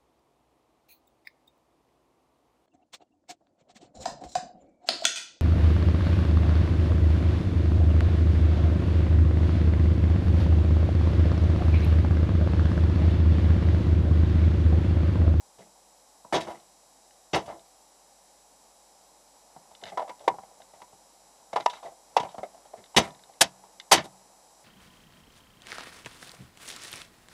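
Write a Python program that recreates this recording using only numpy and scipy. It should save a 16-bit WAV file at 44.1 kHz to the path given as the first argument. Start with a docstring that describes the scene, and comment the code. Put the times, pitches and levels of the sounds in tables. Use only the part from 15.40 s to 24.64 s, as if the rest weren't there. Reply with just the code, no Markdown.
"""Muffled road noise, circuit hiss and a faint whine lie low inside a stopped car, heard at its windscreen.
Knocks, rubbing and thin ticks run through the trim, and hard blows crash on the body and glass.
Steady layers are shaped noise and sines. Blows are noisy contact forces: they excite damped modes of body,
panels and trim, with filtered noise for the glass; ticks ring a plastic bracket. The cabin adds a decaying tail."""
import sys
import numpy as np
from scipy import signal
from scipy.fft import rfft, irfft, next_fast_len
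from scipy.io import wavfile
from scipy.ndimage import uniform_filter1d

SR = 44100
rng = np.random.default_rng(int(sys.argv[2]) if len(sys.argv) > 2 else 0)


def log_audio(samples):
    """Write samples as a 16-bit WAV file to the path given in sys.argv[1]."""
    # one column per channel
    frames = np.atleast_2d(samples).T
    # limit to full scale, then quantise
    limited = np.clip(frames, -1, 1)
    pcm = np.round(limited * 32767).astype(np.int16)
    wavfile.write(sys.argv[1], SR, pcm)


N = 407484   # samples

# How far from its centre a knock or scuff still stirs the modes.
# Each entry: part, spread in octaves.
KNOCK_SPREAD_OCT = {"body": 0.2, "panel": 0.55, "trim": 1}


def amp(db):
    """Logarithmic level: 20 dB is a tenfold amplitude."""
    return 10 ** (np.asarray(db) / 20)


def rms_one(x):
    """Normalisation of mean power: the result has rms 1."""
    return x / np.sqrt(np.mean(x ** 2) + 1e-20)


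def coloured_noise(spectrum):
    """Spectral shaping: white noise weighted in the frequency domain, at rms 1."""
    hz, db = np.transpose(spectrum)
    size = next_fast_len(N)
    log_hz = np.log(np.fft.rfftfreq(size, 1 / SR) + 1)
    gain = amp(np.interp(log_hz, np.log(hz), db, left=-80, right=-80))
    white = rng.standard_normal(size)
    return rms_one(irfft(rfft(white) * gain, size)[:N])


def road():
    """Transmission loss: passing traffic through the glass is noise with its treble removed."""
    # Level of the traffic. Each row: time in seconds, level in dB.
    traffic_level = [(0, -60), (1.5, -60.5), (2.5, -60), (3.9, -60), (4.3, -58), (5.2, -58.5), (5.7, -59.5),
                     (6.1, -59.5), (6.55, -60), (6.75, -56.5), (7.3, -58), (8.2, -58.5), (9.24, -59)]
    # Spectrum behind the glass. Each row: frequency in Hz, relative density in dB per Hz.
    traffic_colour = [(53, -63.5), (90, -23.5), (191, -9.5), (242, -12.5), (278, -8.5), (382, -11.5),
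                      (580, -2.5), (631, -4.5), (810, 0.5), (1410, -16.5), (2500, -21.5), (3250, -42.5),
                      (5500, -120)]
    t = np.arange(N) / SR
    level_db = np.interp(t, *np.transpose(traffic_level))
    return amp(level_db) * coloured_noise(traffic_colour)


def rumble():
    """Resonance: white noise through two equal resonators leaves a narrow low band."""
    centre_hz, width_hz, level_db = 46.6, 37, -86.5   # width of each resonator
    b, a = signal.iirpeak(centre_hz, centre_hz / width_hz, fs=SR)
    once = signal.lfilter(b, a, rng.standard_normal(N))
    return amp(level_db) * rms_one(signal.lfilter(b, a, once))


def steady_tone(hz, rms_db, phase_turns=0.0):
    """Pure tone: a sine has a peak of root two times its rms."""
    t = np.arange(N) / SR
    return amp(rms_db) * np.sqrt(2) * np.sin(2 * np.pi * (hz * t + phase_turns))


def hum():
    """Periodic vibration: one low steady sine."""
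    return steady_tone(48, -77)


def hiss():
    """Circuit noise: a stationary random signal with a coloured spectrum."""
    # Spectrum of the circuit. Each row: frequency in Hz, relative density in dB per Hz.
    hiss_colour = [(880, -48.5), (1500, -15.5), (2340, -13.5), (3180, -8.5), (3450, -12), (3770, -6),
                   (4870, -6), (5220, -5.5), (6890, -4), (7100, -7), (7920, -1.5), (8570, -5.5),
                   (12200, -11.5), (14300, -22.5), (16000, -39)]
    return amp(-61.5) * coloured_noise(hiss_colour)


def whine():
    """Superposition: thin circuit tones, mostly at multiples of 300 Hz, add with random phases."""
    # Pitches of the tones. Each entry: frequency in Hz.
    tone_hz = [3300, 3900, 4500, 4800, 5100, 5400, 5700, 6000, 6600, 7200, 7681, 7800, 7881, 8000, 8700,
               10200, 11400, 12000]
    # Strengths of the same tones. Each entry: rms level in dB.
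    tone_db = [-85, -77.5, -84, -86.5, -72.5, -81.5, -73, -76, -82.5, -69.5, -74.5, -80, -75, -77.5, -84.5,
               -73, -104, -91.5]
    return sum(steady_tone(hz, db, rng.random()) for hz, db in zip(tone_hz, tone_db))


def background():
    """Superposition: the steady sources simply add."""
    return road() + rumble() + hum() + hiss() + whine()


def near(modes, centre_hz, spread_oct):
    """Selective excitation: modes far from the centre of a blow are stirred less, in dB."""
    distance_oct = np.log2(np.array(modes)[:, 0] / centre_hz)
    return -6 * (distance_oct / spread_oct) ** 2


def ring(force, modes, extra_db):
    """Modal synthesis: each force row drives damped resonators in parallel, with its own extra dB per mode."""
    out = 0
    for k, (hz, db, t60) in enumerate(modes):
        r = amp(-60 / (t60 * SR))   # decay per sample
        w = 2 * np.pi * hz / SR
        gain = amp(db + extra_db[:, [k]]) * np.sqrt(1 - r)
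        resonance = signal.lfilter([0, np.sin(w)], [1, -2 * r * np.cos(w), r * r], force + 1e-18)
        out = out + gain * resonance
    return out


def radiate(rows, part):
    """Radiation: each part passes only its own frequency range to the air."""
    # Radiating range of each part. Each entry: part, then low and high edges in Hz.
    part_range = {"panel": (45, 404), "body": (451.4, 1660), "trim": (1237, 7200), "glass": (5200, 10300)}
    return signal.sosfilt(signal.butter(2, part_range[part], "band", fs=SR, output="sos"), rows)


def at_level(rows, envelope, db):
    """Energy matching: each row gets the energy of a sine under its envelope with that peak level."""
    wanted = np.sum(envelope ** 2, 1, keepdims=True) / 2
    present = np.sum(rows ** 2, 1, keepdims=True)
    return rows * amp(db) * np.sqrt(wanted / present)


def place(times, rows):
    """Superposition in time: each row is added from its own start in seconds."""
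    out = np.zeros(N + rows.shape[1])
    for s, row in zip(times, rows):
        start = round(s * SR)
        out[start:start + len(row)] += row
    return out[:N]


def blows(columns, spread_oct, grain_db, focus_db, size):
    """Impact excitation: a rattle of contacts with one main contact drives body, panels, trim and glass."""
    # Modes of body and camera mount. Each row: frequency in Hz, relative level in dB, t60 in seconds.
    body_modes = [(390, 6.5, .04), (473, -11.5, 0.013), (463, -10.5, 0.013), (607, -0.5, 0.019),
                  (682, 7, 0.042), (772.7, 4.5, 0.04), (834, -4, 0.067), (907.5, 3, 0.028),
                  (976.4, 1, 0.13), (1210, -12, 0.0048), (1414, -16.5, 0.086)]
    # Modes of the large panels. Each row: frequency in Hz, relative level in dB, t60 in seconds.
    panel_modes = [(60, -9, 0.19), (87.7, -7.5, 0.11), (130, -8, 0.59), (151, 0.5, 0.15), (192, 2.5, 0.068),
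                   (190, -13.5, 1.3), (224, -1.5, 0.078), (270, -6, 0.051), (327, 2.5, 0.059),
                   (380.6, -6.5, .06)]
    # Modes of the trim. Each row: frequency in Hz, relative level in dB, t60 in seconds.
    trim_modes = [(1380, -3.5, .015), (1406, -5, .012), (1810, -3, 0.014), (2075, 3.5, 0.013),
                  (2300, 1.5, 0.0068), (2720, -0.5, 0.0075), (2992, 1.5, .018), (3330, 3.5, 0.0083),
                  (3756, 6, 0.0063), (4440, 1.5, 0.007), (4660, -2.5, 0.015), (5230, 5.5, 0.005),
                  (5960, 4.5, 0.017), (6960, -12.5, 0.011)]
    # Decay of the treble forces. Each entry: layer, share of the blow's t60 (a ratio).
    treble_share = {"clatter": 0.83, "sizzle": 0.56}
    treble_rise_factor = 2.1   # loose parts start to rattle after the body has moved
    soft_contact_hz, focus_oct = 1225, 0.063
    # every setting becomes a column with one row per blow
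    peak_s, body_db, body_hz, thud_db, thud_hz, clatter_db, clatter_hz, sizzle_db, rise, hold, t60, main_db = \
        np.array(np.broadcast_arrays(*columns))[:, :, None]
    t = np.arange(size) / SR

    draws = rng.standard_normal((len(peak_s), 2, size))
    grains = draws[:, 0]
    lumps = uniform_filter1d(draws[:, 1], size=64) * np.sqrt(64)   # contacts bunch over a millisecond or two
    contacts = grains * amp(grain_db * np.clip(lumps, -3, 2))
    rise_end = (rise[:, 0] * SR).astype(int)
    contacts[np.arange(len(peak_s)), rise_end] -= amp(main_db[:, 0])

    after = np.maximum(t - rise - hold, 0) / t60   # decay time in units of t60
    swell = np.sin(np.pi / 2 * np.minimum(t / rise, 1)) ** 2
    loose = np.sin(np.pi / 2 * np.minimum(t / (rise * treble_rise_factor), 1)) ** 2
    shape = swell * amp(-60 * after)
    clatter_shape = loose * amp(-60 * after / treble_share["clatter"])
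    sizzle_shape = loose * amp(-60 * after / treble_share["sizzle"])

    # padding and rubber round off the force before it reaches body and panels
    soften = signal.butter(2, soft_contact_hz, fs=SR, output="sos")
    force = signal.sosfilt(soften, contacts * shape)
    body = ring(force, body_modes, near(body_modes, body_hz, spread_oct["body"]))
    panel = ring(force, panel_modes, near(panel_modes, thud_hz, spread_oct["panel"]))
    # trim modes right at the centre of a blow stand out
    focus = focus_db * amp(near(trim_modes, clatter_hz, focus_oct))
    trim_extra_db = near(trim_modes, clatter_hz, spread_oct["trim"]) + focus
    trim = ring(contacts * clatter_shape, trim_modes, trim_extra_db)
    glass = grains * sizzle_shape

    out = at_level(radiate(body, "body"), shape, body_db)
    out += at_level(radiate(panel, "panel"), shape, thud_db)
    out += at_level(radiate(trim, "trim"), clatter_shape, clatter_db)
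    out += at_level(radiate(glass, "glass"), sizzle_shape, sizzle_db)
    return place(peak_s[:, 0] - rise[:, 0], out)


def knocks():
    """Short impact: a sharp force on the trim; harder knocks are more of one contact."""
    # Knocks, soft and hard. Each row: end of the rise in seconds, body level in dB, body centre in Hz,
    # thud level in dB, clatter level in dB, clatter centre in Hz, t60 of the force in seconds.
    knock_rows = [(0.185, -45, 516, -49, -55.5, 3480, 0.28), (0.848, -38.5, 940, -49.5, -66, 3500, 0.053),
                  (4.164, -37.5, 830, -47, -60, 2000, 0.046), (4.312, -46.5, 815, -59, -59, 3500, 0.077),
                  (4.424, -38, 725, -49, -60, 3600, 0.24), (4.464, -41.5, 775, -51, -42, 2070, 0.18),
                  (4.489, -47, 816, -64, -46, 3330, 0.11), (4.52, -34, 675, -47.5, -50.5, 2120, 0.17),
                  (4.574, -17.5, 950, -57, -33.5, 1880, 0.073), (4.594, -22, 830, -60, -40.5, 1650, 0.091),
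                  (4.619, -27, 696, -57, -47, 1930, 0.14), (4.678, -38, 790, -68, -48, 2220, 0.092),
                  (4.694, -31, 880, -68, -38, 2380, 0.064), (4.804, -43, 580, -63, -55, 3480, 0.17),
                  (4.839, -43, 730, -61, -58, 3820, 0.19), (4.879, -7, 833, -45, -20, 2380, 0.041),
                  (4.899, -30, 895, -39.5, -62, 1520, 0.12), (4.941, -36, 860, -55, -57, 1750, 0.1),
                  (4.985, -33, 830, -50, -56, 1860, 0.071), (5.033, -40.5, 820, -59, -56, 2000, 0.07),
                  (5.113, -50, 850, -71, -73, 3500, 0.063), (5.201, -44, 720, -72, -58, 3500, 0.083),
                  (5.337, -46, 720, -60, -58, 2000, 0.16), (5.402, -45, 783, -70, -63, 3500, 0.07),
                  (5.418, -37.5, 960, -54, -45.5, 1950, 0.06), (5.529, -48.5, 805, -55, -70, 3500, 0.11),
                  (6.131, -24.5, 700, -41.5, -35, 1900, 0.055), (6.16, -14, 900, -42, -27, 1900, 0.095),
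                  (6.2, -31, 770, -45, -37.5, 1590, 0.11), (6.261, -6.5, 905, -64, -16.5, 2680, 0.018),
                  (6.298, -38, 820, -67, -33.5, 3800, 0.091), (6.333, -36.5, 905, -70, -38, 1500, 0.065),
                  (6.368, -46, 920, -72, -48, 1490, 0.18), (6.428, -37, 790, -70, -51, 3820, 0.3),
                  (6.455, -42, 635, -77, -46.5, 2060, 0.11), (6.519, -42.5, 563, -63, -67, 3500, 0.039),
                  (6.767, -6.5, 940, -61, -19.5, 2650, 0.073), (6.799, -26.5, 860, -34.5, -31, 3230, 0.087),
                  (6.831, -28, 766, -37, -39, 2900, 0.075), (6.85, -30, 830, -47, -45, 2280, 0.089),
                  (6.889, -51, 921, -64, -49, 3660, 0.1), (6.945, -32.5, 755, -58, -53, 3280, 0.053),
                  (6.981, -29.5, 780, -39, -45, 1830, 0.093), (7.032, -24.5, 554, -60, -40.5, 2000, 0.088),
                  (7.144, -43, 690, -66, -62, 3500, 0.095), (7.177, -48, 748, -69, -65, 3500, 0.055),
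                  (7.252, -46, 725, -69, -56, 3500, 0.07), (7.336, -32, 710, -64.5, -57, 2000, 0.082),
                  (7.379, -46, 424, -49.5, -56, 2030, 0.13), (7.547, -32, 840, -64, -43, 3000, 0.022),
                  (7.894, -42, 720, -70, -60, 2000, 0.034), (8.237, -42.5, 870, -71, -63, 3500, 0.097)]
    thud_hz, rise_s, hold_s = 240, 0.003, 0.002
    sizzle_db = -14.5   # relative to the clatter
    main_at_zero_db, main_per_db = 23, 0.4   # main contact for a body level of 0 dB, and its slope
    s, body_db, body_hz, thud_db, clatter_db, clatter_hz, t60 = np.transpose(knock_rows)
    main_db = main_at_zero_db + main_per_db * body_db
    columns = (s, body_db, body_hz, thud_db, thud_hz, clatter_db, clatter_hz, clatter_db + sizzle_db,
               rise_s, hold_s, t60, main_db)
    return blows(columns, KNOCK_SPREAD_OCT, grain_db=0.0, focus_db=10.5, size=SR // 3)


def scuffs():
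    """Friction: a hand or sleeve rubbing along the body swells slowly, with no contact that stands out."""
    # Rubs. Each row: end of the rise in seconds, body level in dB, body centre in Hz, clatter level in dB,
    # clatter centre in Hz, hold in seconds, t60 of the force in seconds.
    scuff_rows = [(0.206, -55, 500, -56, 2000, .02, 0.091), (4.469, -47, 710, -50, 3500, 0.03, .05),
                  (4.70, -40, 890, -58, 2100, 0.014, .06), (6.33, -46, 780, -44.5, 3800, 0.012, 0.2),
                  (6.455, -36.5, 650, -57, 2000, 0.021, 0.12), (6.873, -50, 970, -58, 3500, 0.047, 0.18),
                  (7.369, -49, 600, -57.5, 2000, 0.018, 0.14)]
    rise_s, thud_hz = 0.022, 249
    thud_db, sizzle_db = -19.5, -19   # relative to body and to clatter
    s, body_db, body_hz, clatter_db, clatter_hz, hold, t60 = np.transpose(scuff_rows)
    columns = (s, body_db, body_hz, body_db + thud_db, thud_hz, clatter_db, clatter_hz,
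               clatter_db + sizzle_db, rise_s, hold, t60, 0)
    return blows(columns, KNOCK_SPREAD_OCT, grain_db=2.5, focus_db=13, size=SR // 3)


def crashes():
    """Hard impact: blows shake panels and glass, and the opening contact is the cleanest."""
    # Landings, often in close pairs before softer rebounds. Each row: end of the rise in seconds,
    # body level in dB, body centre in Hz, thud level in dB, thud centre in Hz, clatter level in dB,
    # clatter centre in Hz, sizzle level in dB, hold in seconds, t60 of the force in seconds.
    crash_rows = [(0.926, -20, 710, -25, 363, -27, 1800, -39.5, 0.018, 0.28),
                  (0.942, -19.5, 660, -58, 315, -25, 3340, -55, 0.018, 0.14),
                  (1.006, -54, 1020, -60, 350, -35, 3480, -45, 0.007, 0.22),
                  (1.070, -31.5, 620, -41, 340, -47, 1940, -56, 0.017, 0.22),
                  (1.099, -38, 750, -60, 336, -48, 1730, -56, 0.019, 0.12),
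                  (1.146, -46.5, 604, -56, 285, -50.5, 2080, -57, 0.004, 0.25),
                  (1.934, -20.5, 700, -23.5, 326, -21.5, 2860, -55, 0.013, 0.18),
                  (1.951, -18, 694, -33, 316, -32, 2010, -38, 0.009, 0.16),
                  (2.057, -46, 730, -50.5, 102, -51, 3340, -57, 0.014, 0.12),
                  (2.080, -33.5, 706, -45.5, 338, -49, 1790, -65, 0.027, 0.24),
                  (7.566, -15, 1030, -13.5, 330, -6.5, 3550, -19, 0.004, 0.12),
                  (7.577, -12.5, 678, -26, 350, -17.5, 3150, -21, 0.006, 0.11),
                  (7.622, -37.5, 792, -45.5, 148, -39.5, 1560, -50, 0.034, 0.16),
                  (7.676, -40, 703, -52.5, 127, -52, 1780, -56, 0.0085, 0.215),
                  (8.011, -13.5, 660, -31, 180, -6, 3810, -7.5, 0.007, 0.073),
                  (8.036, -29, 735, -38, 219, -34.5, 3500, -51, 0.007, 0.12),
                  (8.516, -6.5, 1005, -47, 288, -7.5, 4700, -13, 0.004, 0.13),
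                  (8.523, -15.5, 794, -21.5, 352, -9, 2950, -11.5, 0.0066, 0.14),
                  (8.573, -27, 661, -31.5, 143, -25, 1610, -61, 0.01, 0.15),
                  (8.641, -42.5, 926, -45, 350, -46, 3840, -49, 0.017, 0.08)]
    # How far from its centre a crash still stirs the modes. Each entry: part, spread in octaves.
    crash_spread = {"body": 0.66, "panel": 0.52, "trim": 1}
    rise_s, blow_gap_s = 0.004, 0.2   # a longer pause opens a new blow
    opening_db, later_db = 18.5, 6   # main contact over the rattle
    *colour, hold, t60 = np.transpose(crash_rows)
    opens = np.diff(colour[0], prepend=0) > blow_gap_s
    main_db = np.where(opens, opening_db, later_db)
    columns = *colour, rise_s, hold, t60, main_db
    return blows(columns, crash_spread, grain_db=2.5, focus_db=6.5, size=SR // 2)


def ticks():
    """Impulse response: one click and a very short burst of contacts ring the plastic camera bracket."""
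    # Thin plastic ticks. Each row: start in seconds, level in dB, centre in Hz.
    tick_rows = [(1.1994, -50.5, 3900), (1.7085, -50, 3620), (2.1943, -49.5, 4490), (4.35, -39.5, 3650),
                 (4.4149, -46, 3300), (4.4375, -28, 3580), (4.4554, -34, 3390), (4.4643, -42, 3650),
                 (4.4756, -38.5, 3720), (4.4854, -37, 3670), (4.499, -45, 3640), (4.7945, -47, 3320),
                 (5.219, -43, 2930), (6.2072, -33, 3880), (6.225, -42, 3700), (6.31, -38, 3700),
                 (7.44, -41.5, 3660), (7.4594, -47, 3350), (7.7062, -44, 3680), (7.7478, -45.5, 2930),
                 (7.793, -50, 2900), (7.8364, -42, 3300), (7.937, -50, 3000), (8.3995, -28, 3600),
                 (8.413, -45.5, 3740)]
    # Modes of the bracket. Each row: frequency in Hz, relative level in dB, t60 in seconds.
    bracket_modes = [(2120, 4, 0.011), (3000, -4.5, 0.019), (3660, 3.5, .012), (3960, -2.5, 0.01),
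                     (4740, -4, .008), (5840, -10, .006)]
    t60_s, click_db = 0.021, 11.5   # click over the contacts
    s, db, centre_hz = np.transpose(tick_rows)[:, :, None]
    t = np.arange(SR // 20) / SR
    shape = amp(-60 * t / t60_s) * np.ones_like(s)
    contacts = rng.standard_normal(shape.shape) * shape
    contacts[:, 0] += amp(click_db)
    rows = ring(contacts, bracket_modes, near(bracket_modes, centre_hz, spread_oct=0.8))
    return place(s[:, 0], at_level(radiate(rows, "trim"), shape, db))


def cabin(x):
    """Reverberation: the cabin's response is noise that dies away exponentially, band by band."""
    # Bands of the cabin. Each row: centre in Hz, gain in dB, t60 in seconds.
    cabin_bands = [(150, -8, 0.26), (340, -15, 0.17), (860, -27.5, 0.72), (2030, -11, 0.099),
                   (4670, -18.5, 0.13), (10000, -36, .12)]
    t = np.arange(SR // 2) / SR
    answer = 0
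    for hz, db, t60 in cabin_bands:
        band = signal.butter(2, [hz / 1.5, hz * 1.5], "band", fs=SR, output="sos")
        tail = signal.sosfilt(band, rng.standard_normal(len(t))) * amp(-60 * t / t60)
        tail = tail * (t > 0.004)   # a gap ahead of the tail, in seconds
        answer = answer + amp(db) * tail * np.sqrt(hz / SR / np.sum(tail ** 2))   # energy follows bandwidth
    return signal.fftconvolve(x, answer)[:N]


def scene():
    """High-pass response: the small microphone capsule drops the deepest part of the blows."""
    hits = knocks() + scuffs() + crashes() + ticks()
    capsule = signal.butter(2, 73.5, "high", fs=SR, output="sos")   # corner in Hz
    heard = signal.sosfilt(capsule, hits + cabin(hits))
    return (heard + background())[None]


def record(dry):
    """Saturation and band limiting: peaks are rounded, then the top is cut; all levels above precede this."""
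    rounded = 0.86 * np.tanh(dry / 1.101)
    low_pass = signal.cheby2(12, 70, 16300, fs=SR, output="sos")   # order, stopband dB, stopband edge Hz
    return signal.sosfilt(low_pass, rounded)


dry = scene()
out = record(dry)
log_audio(out)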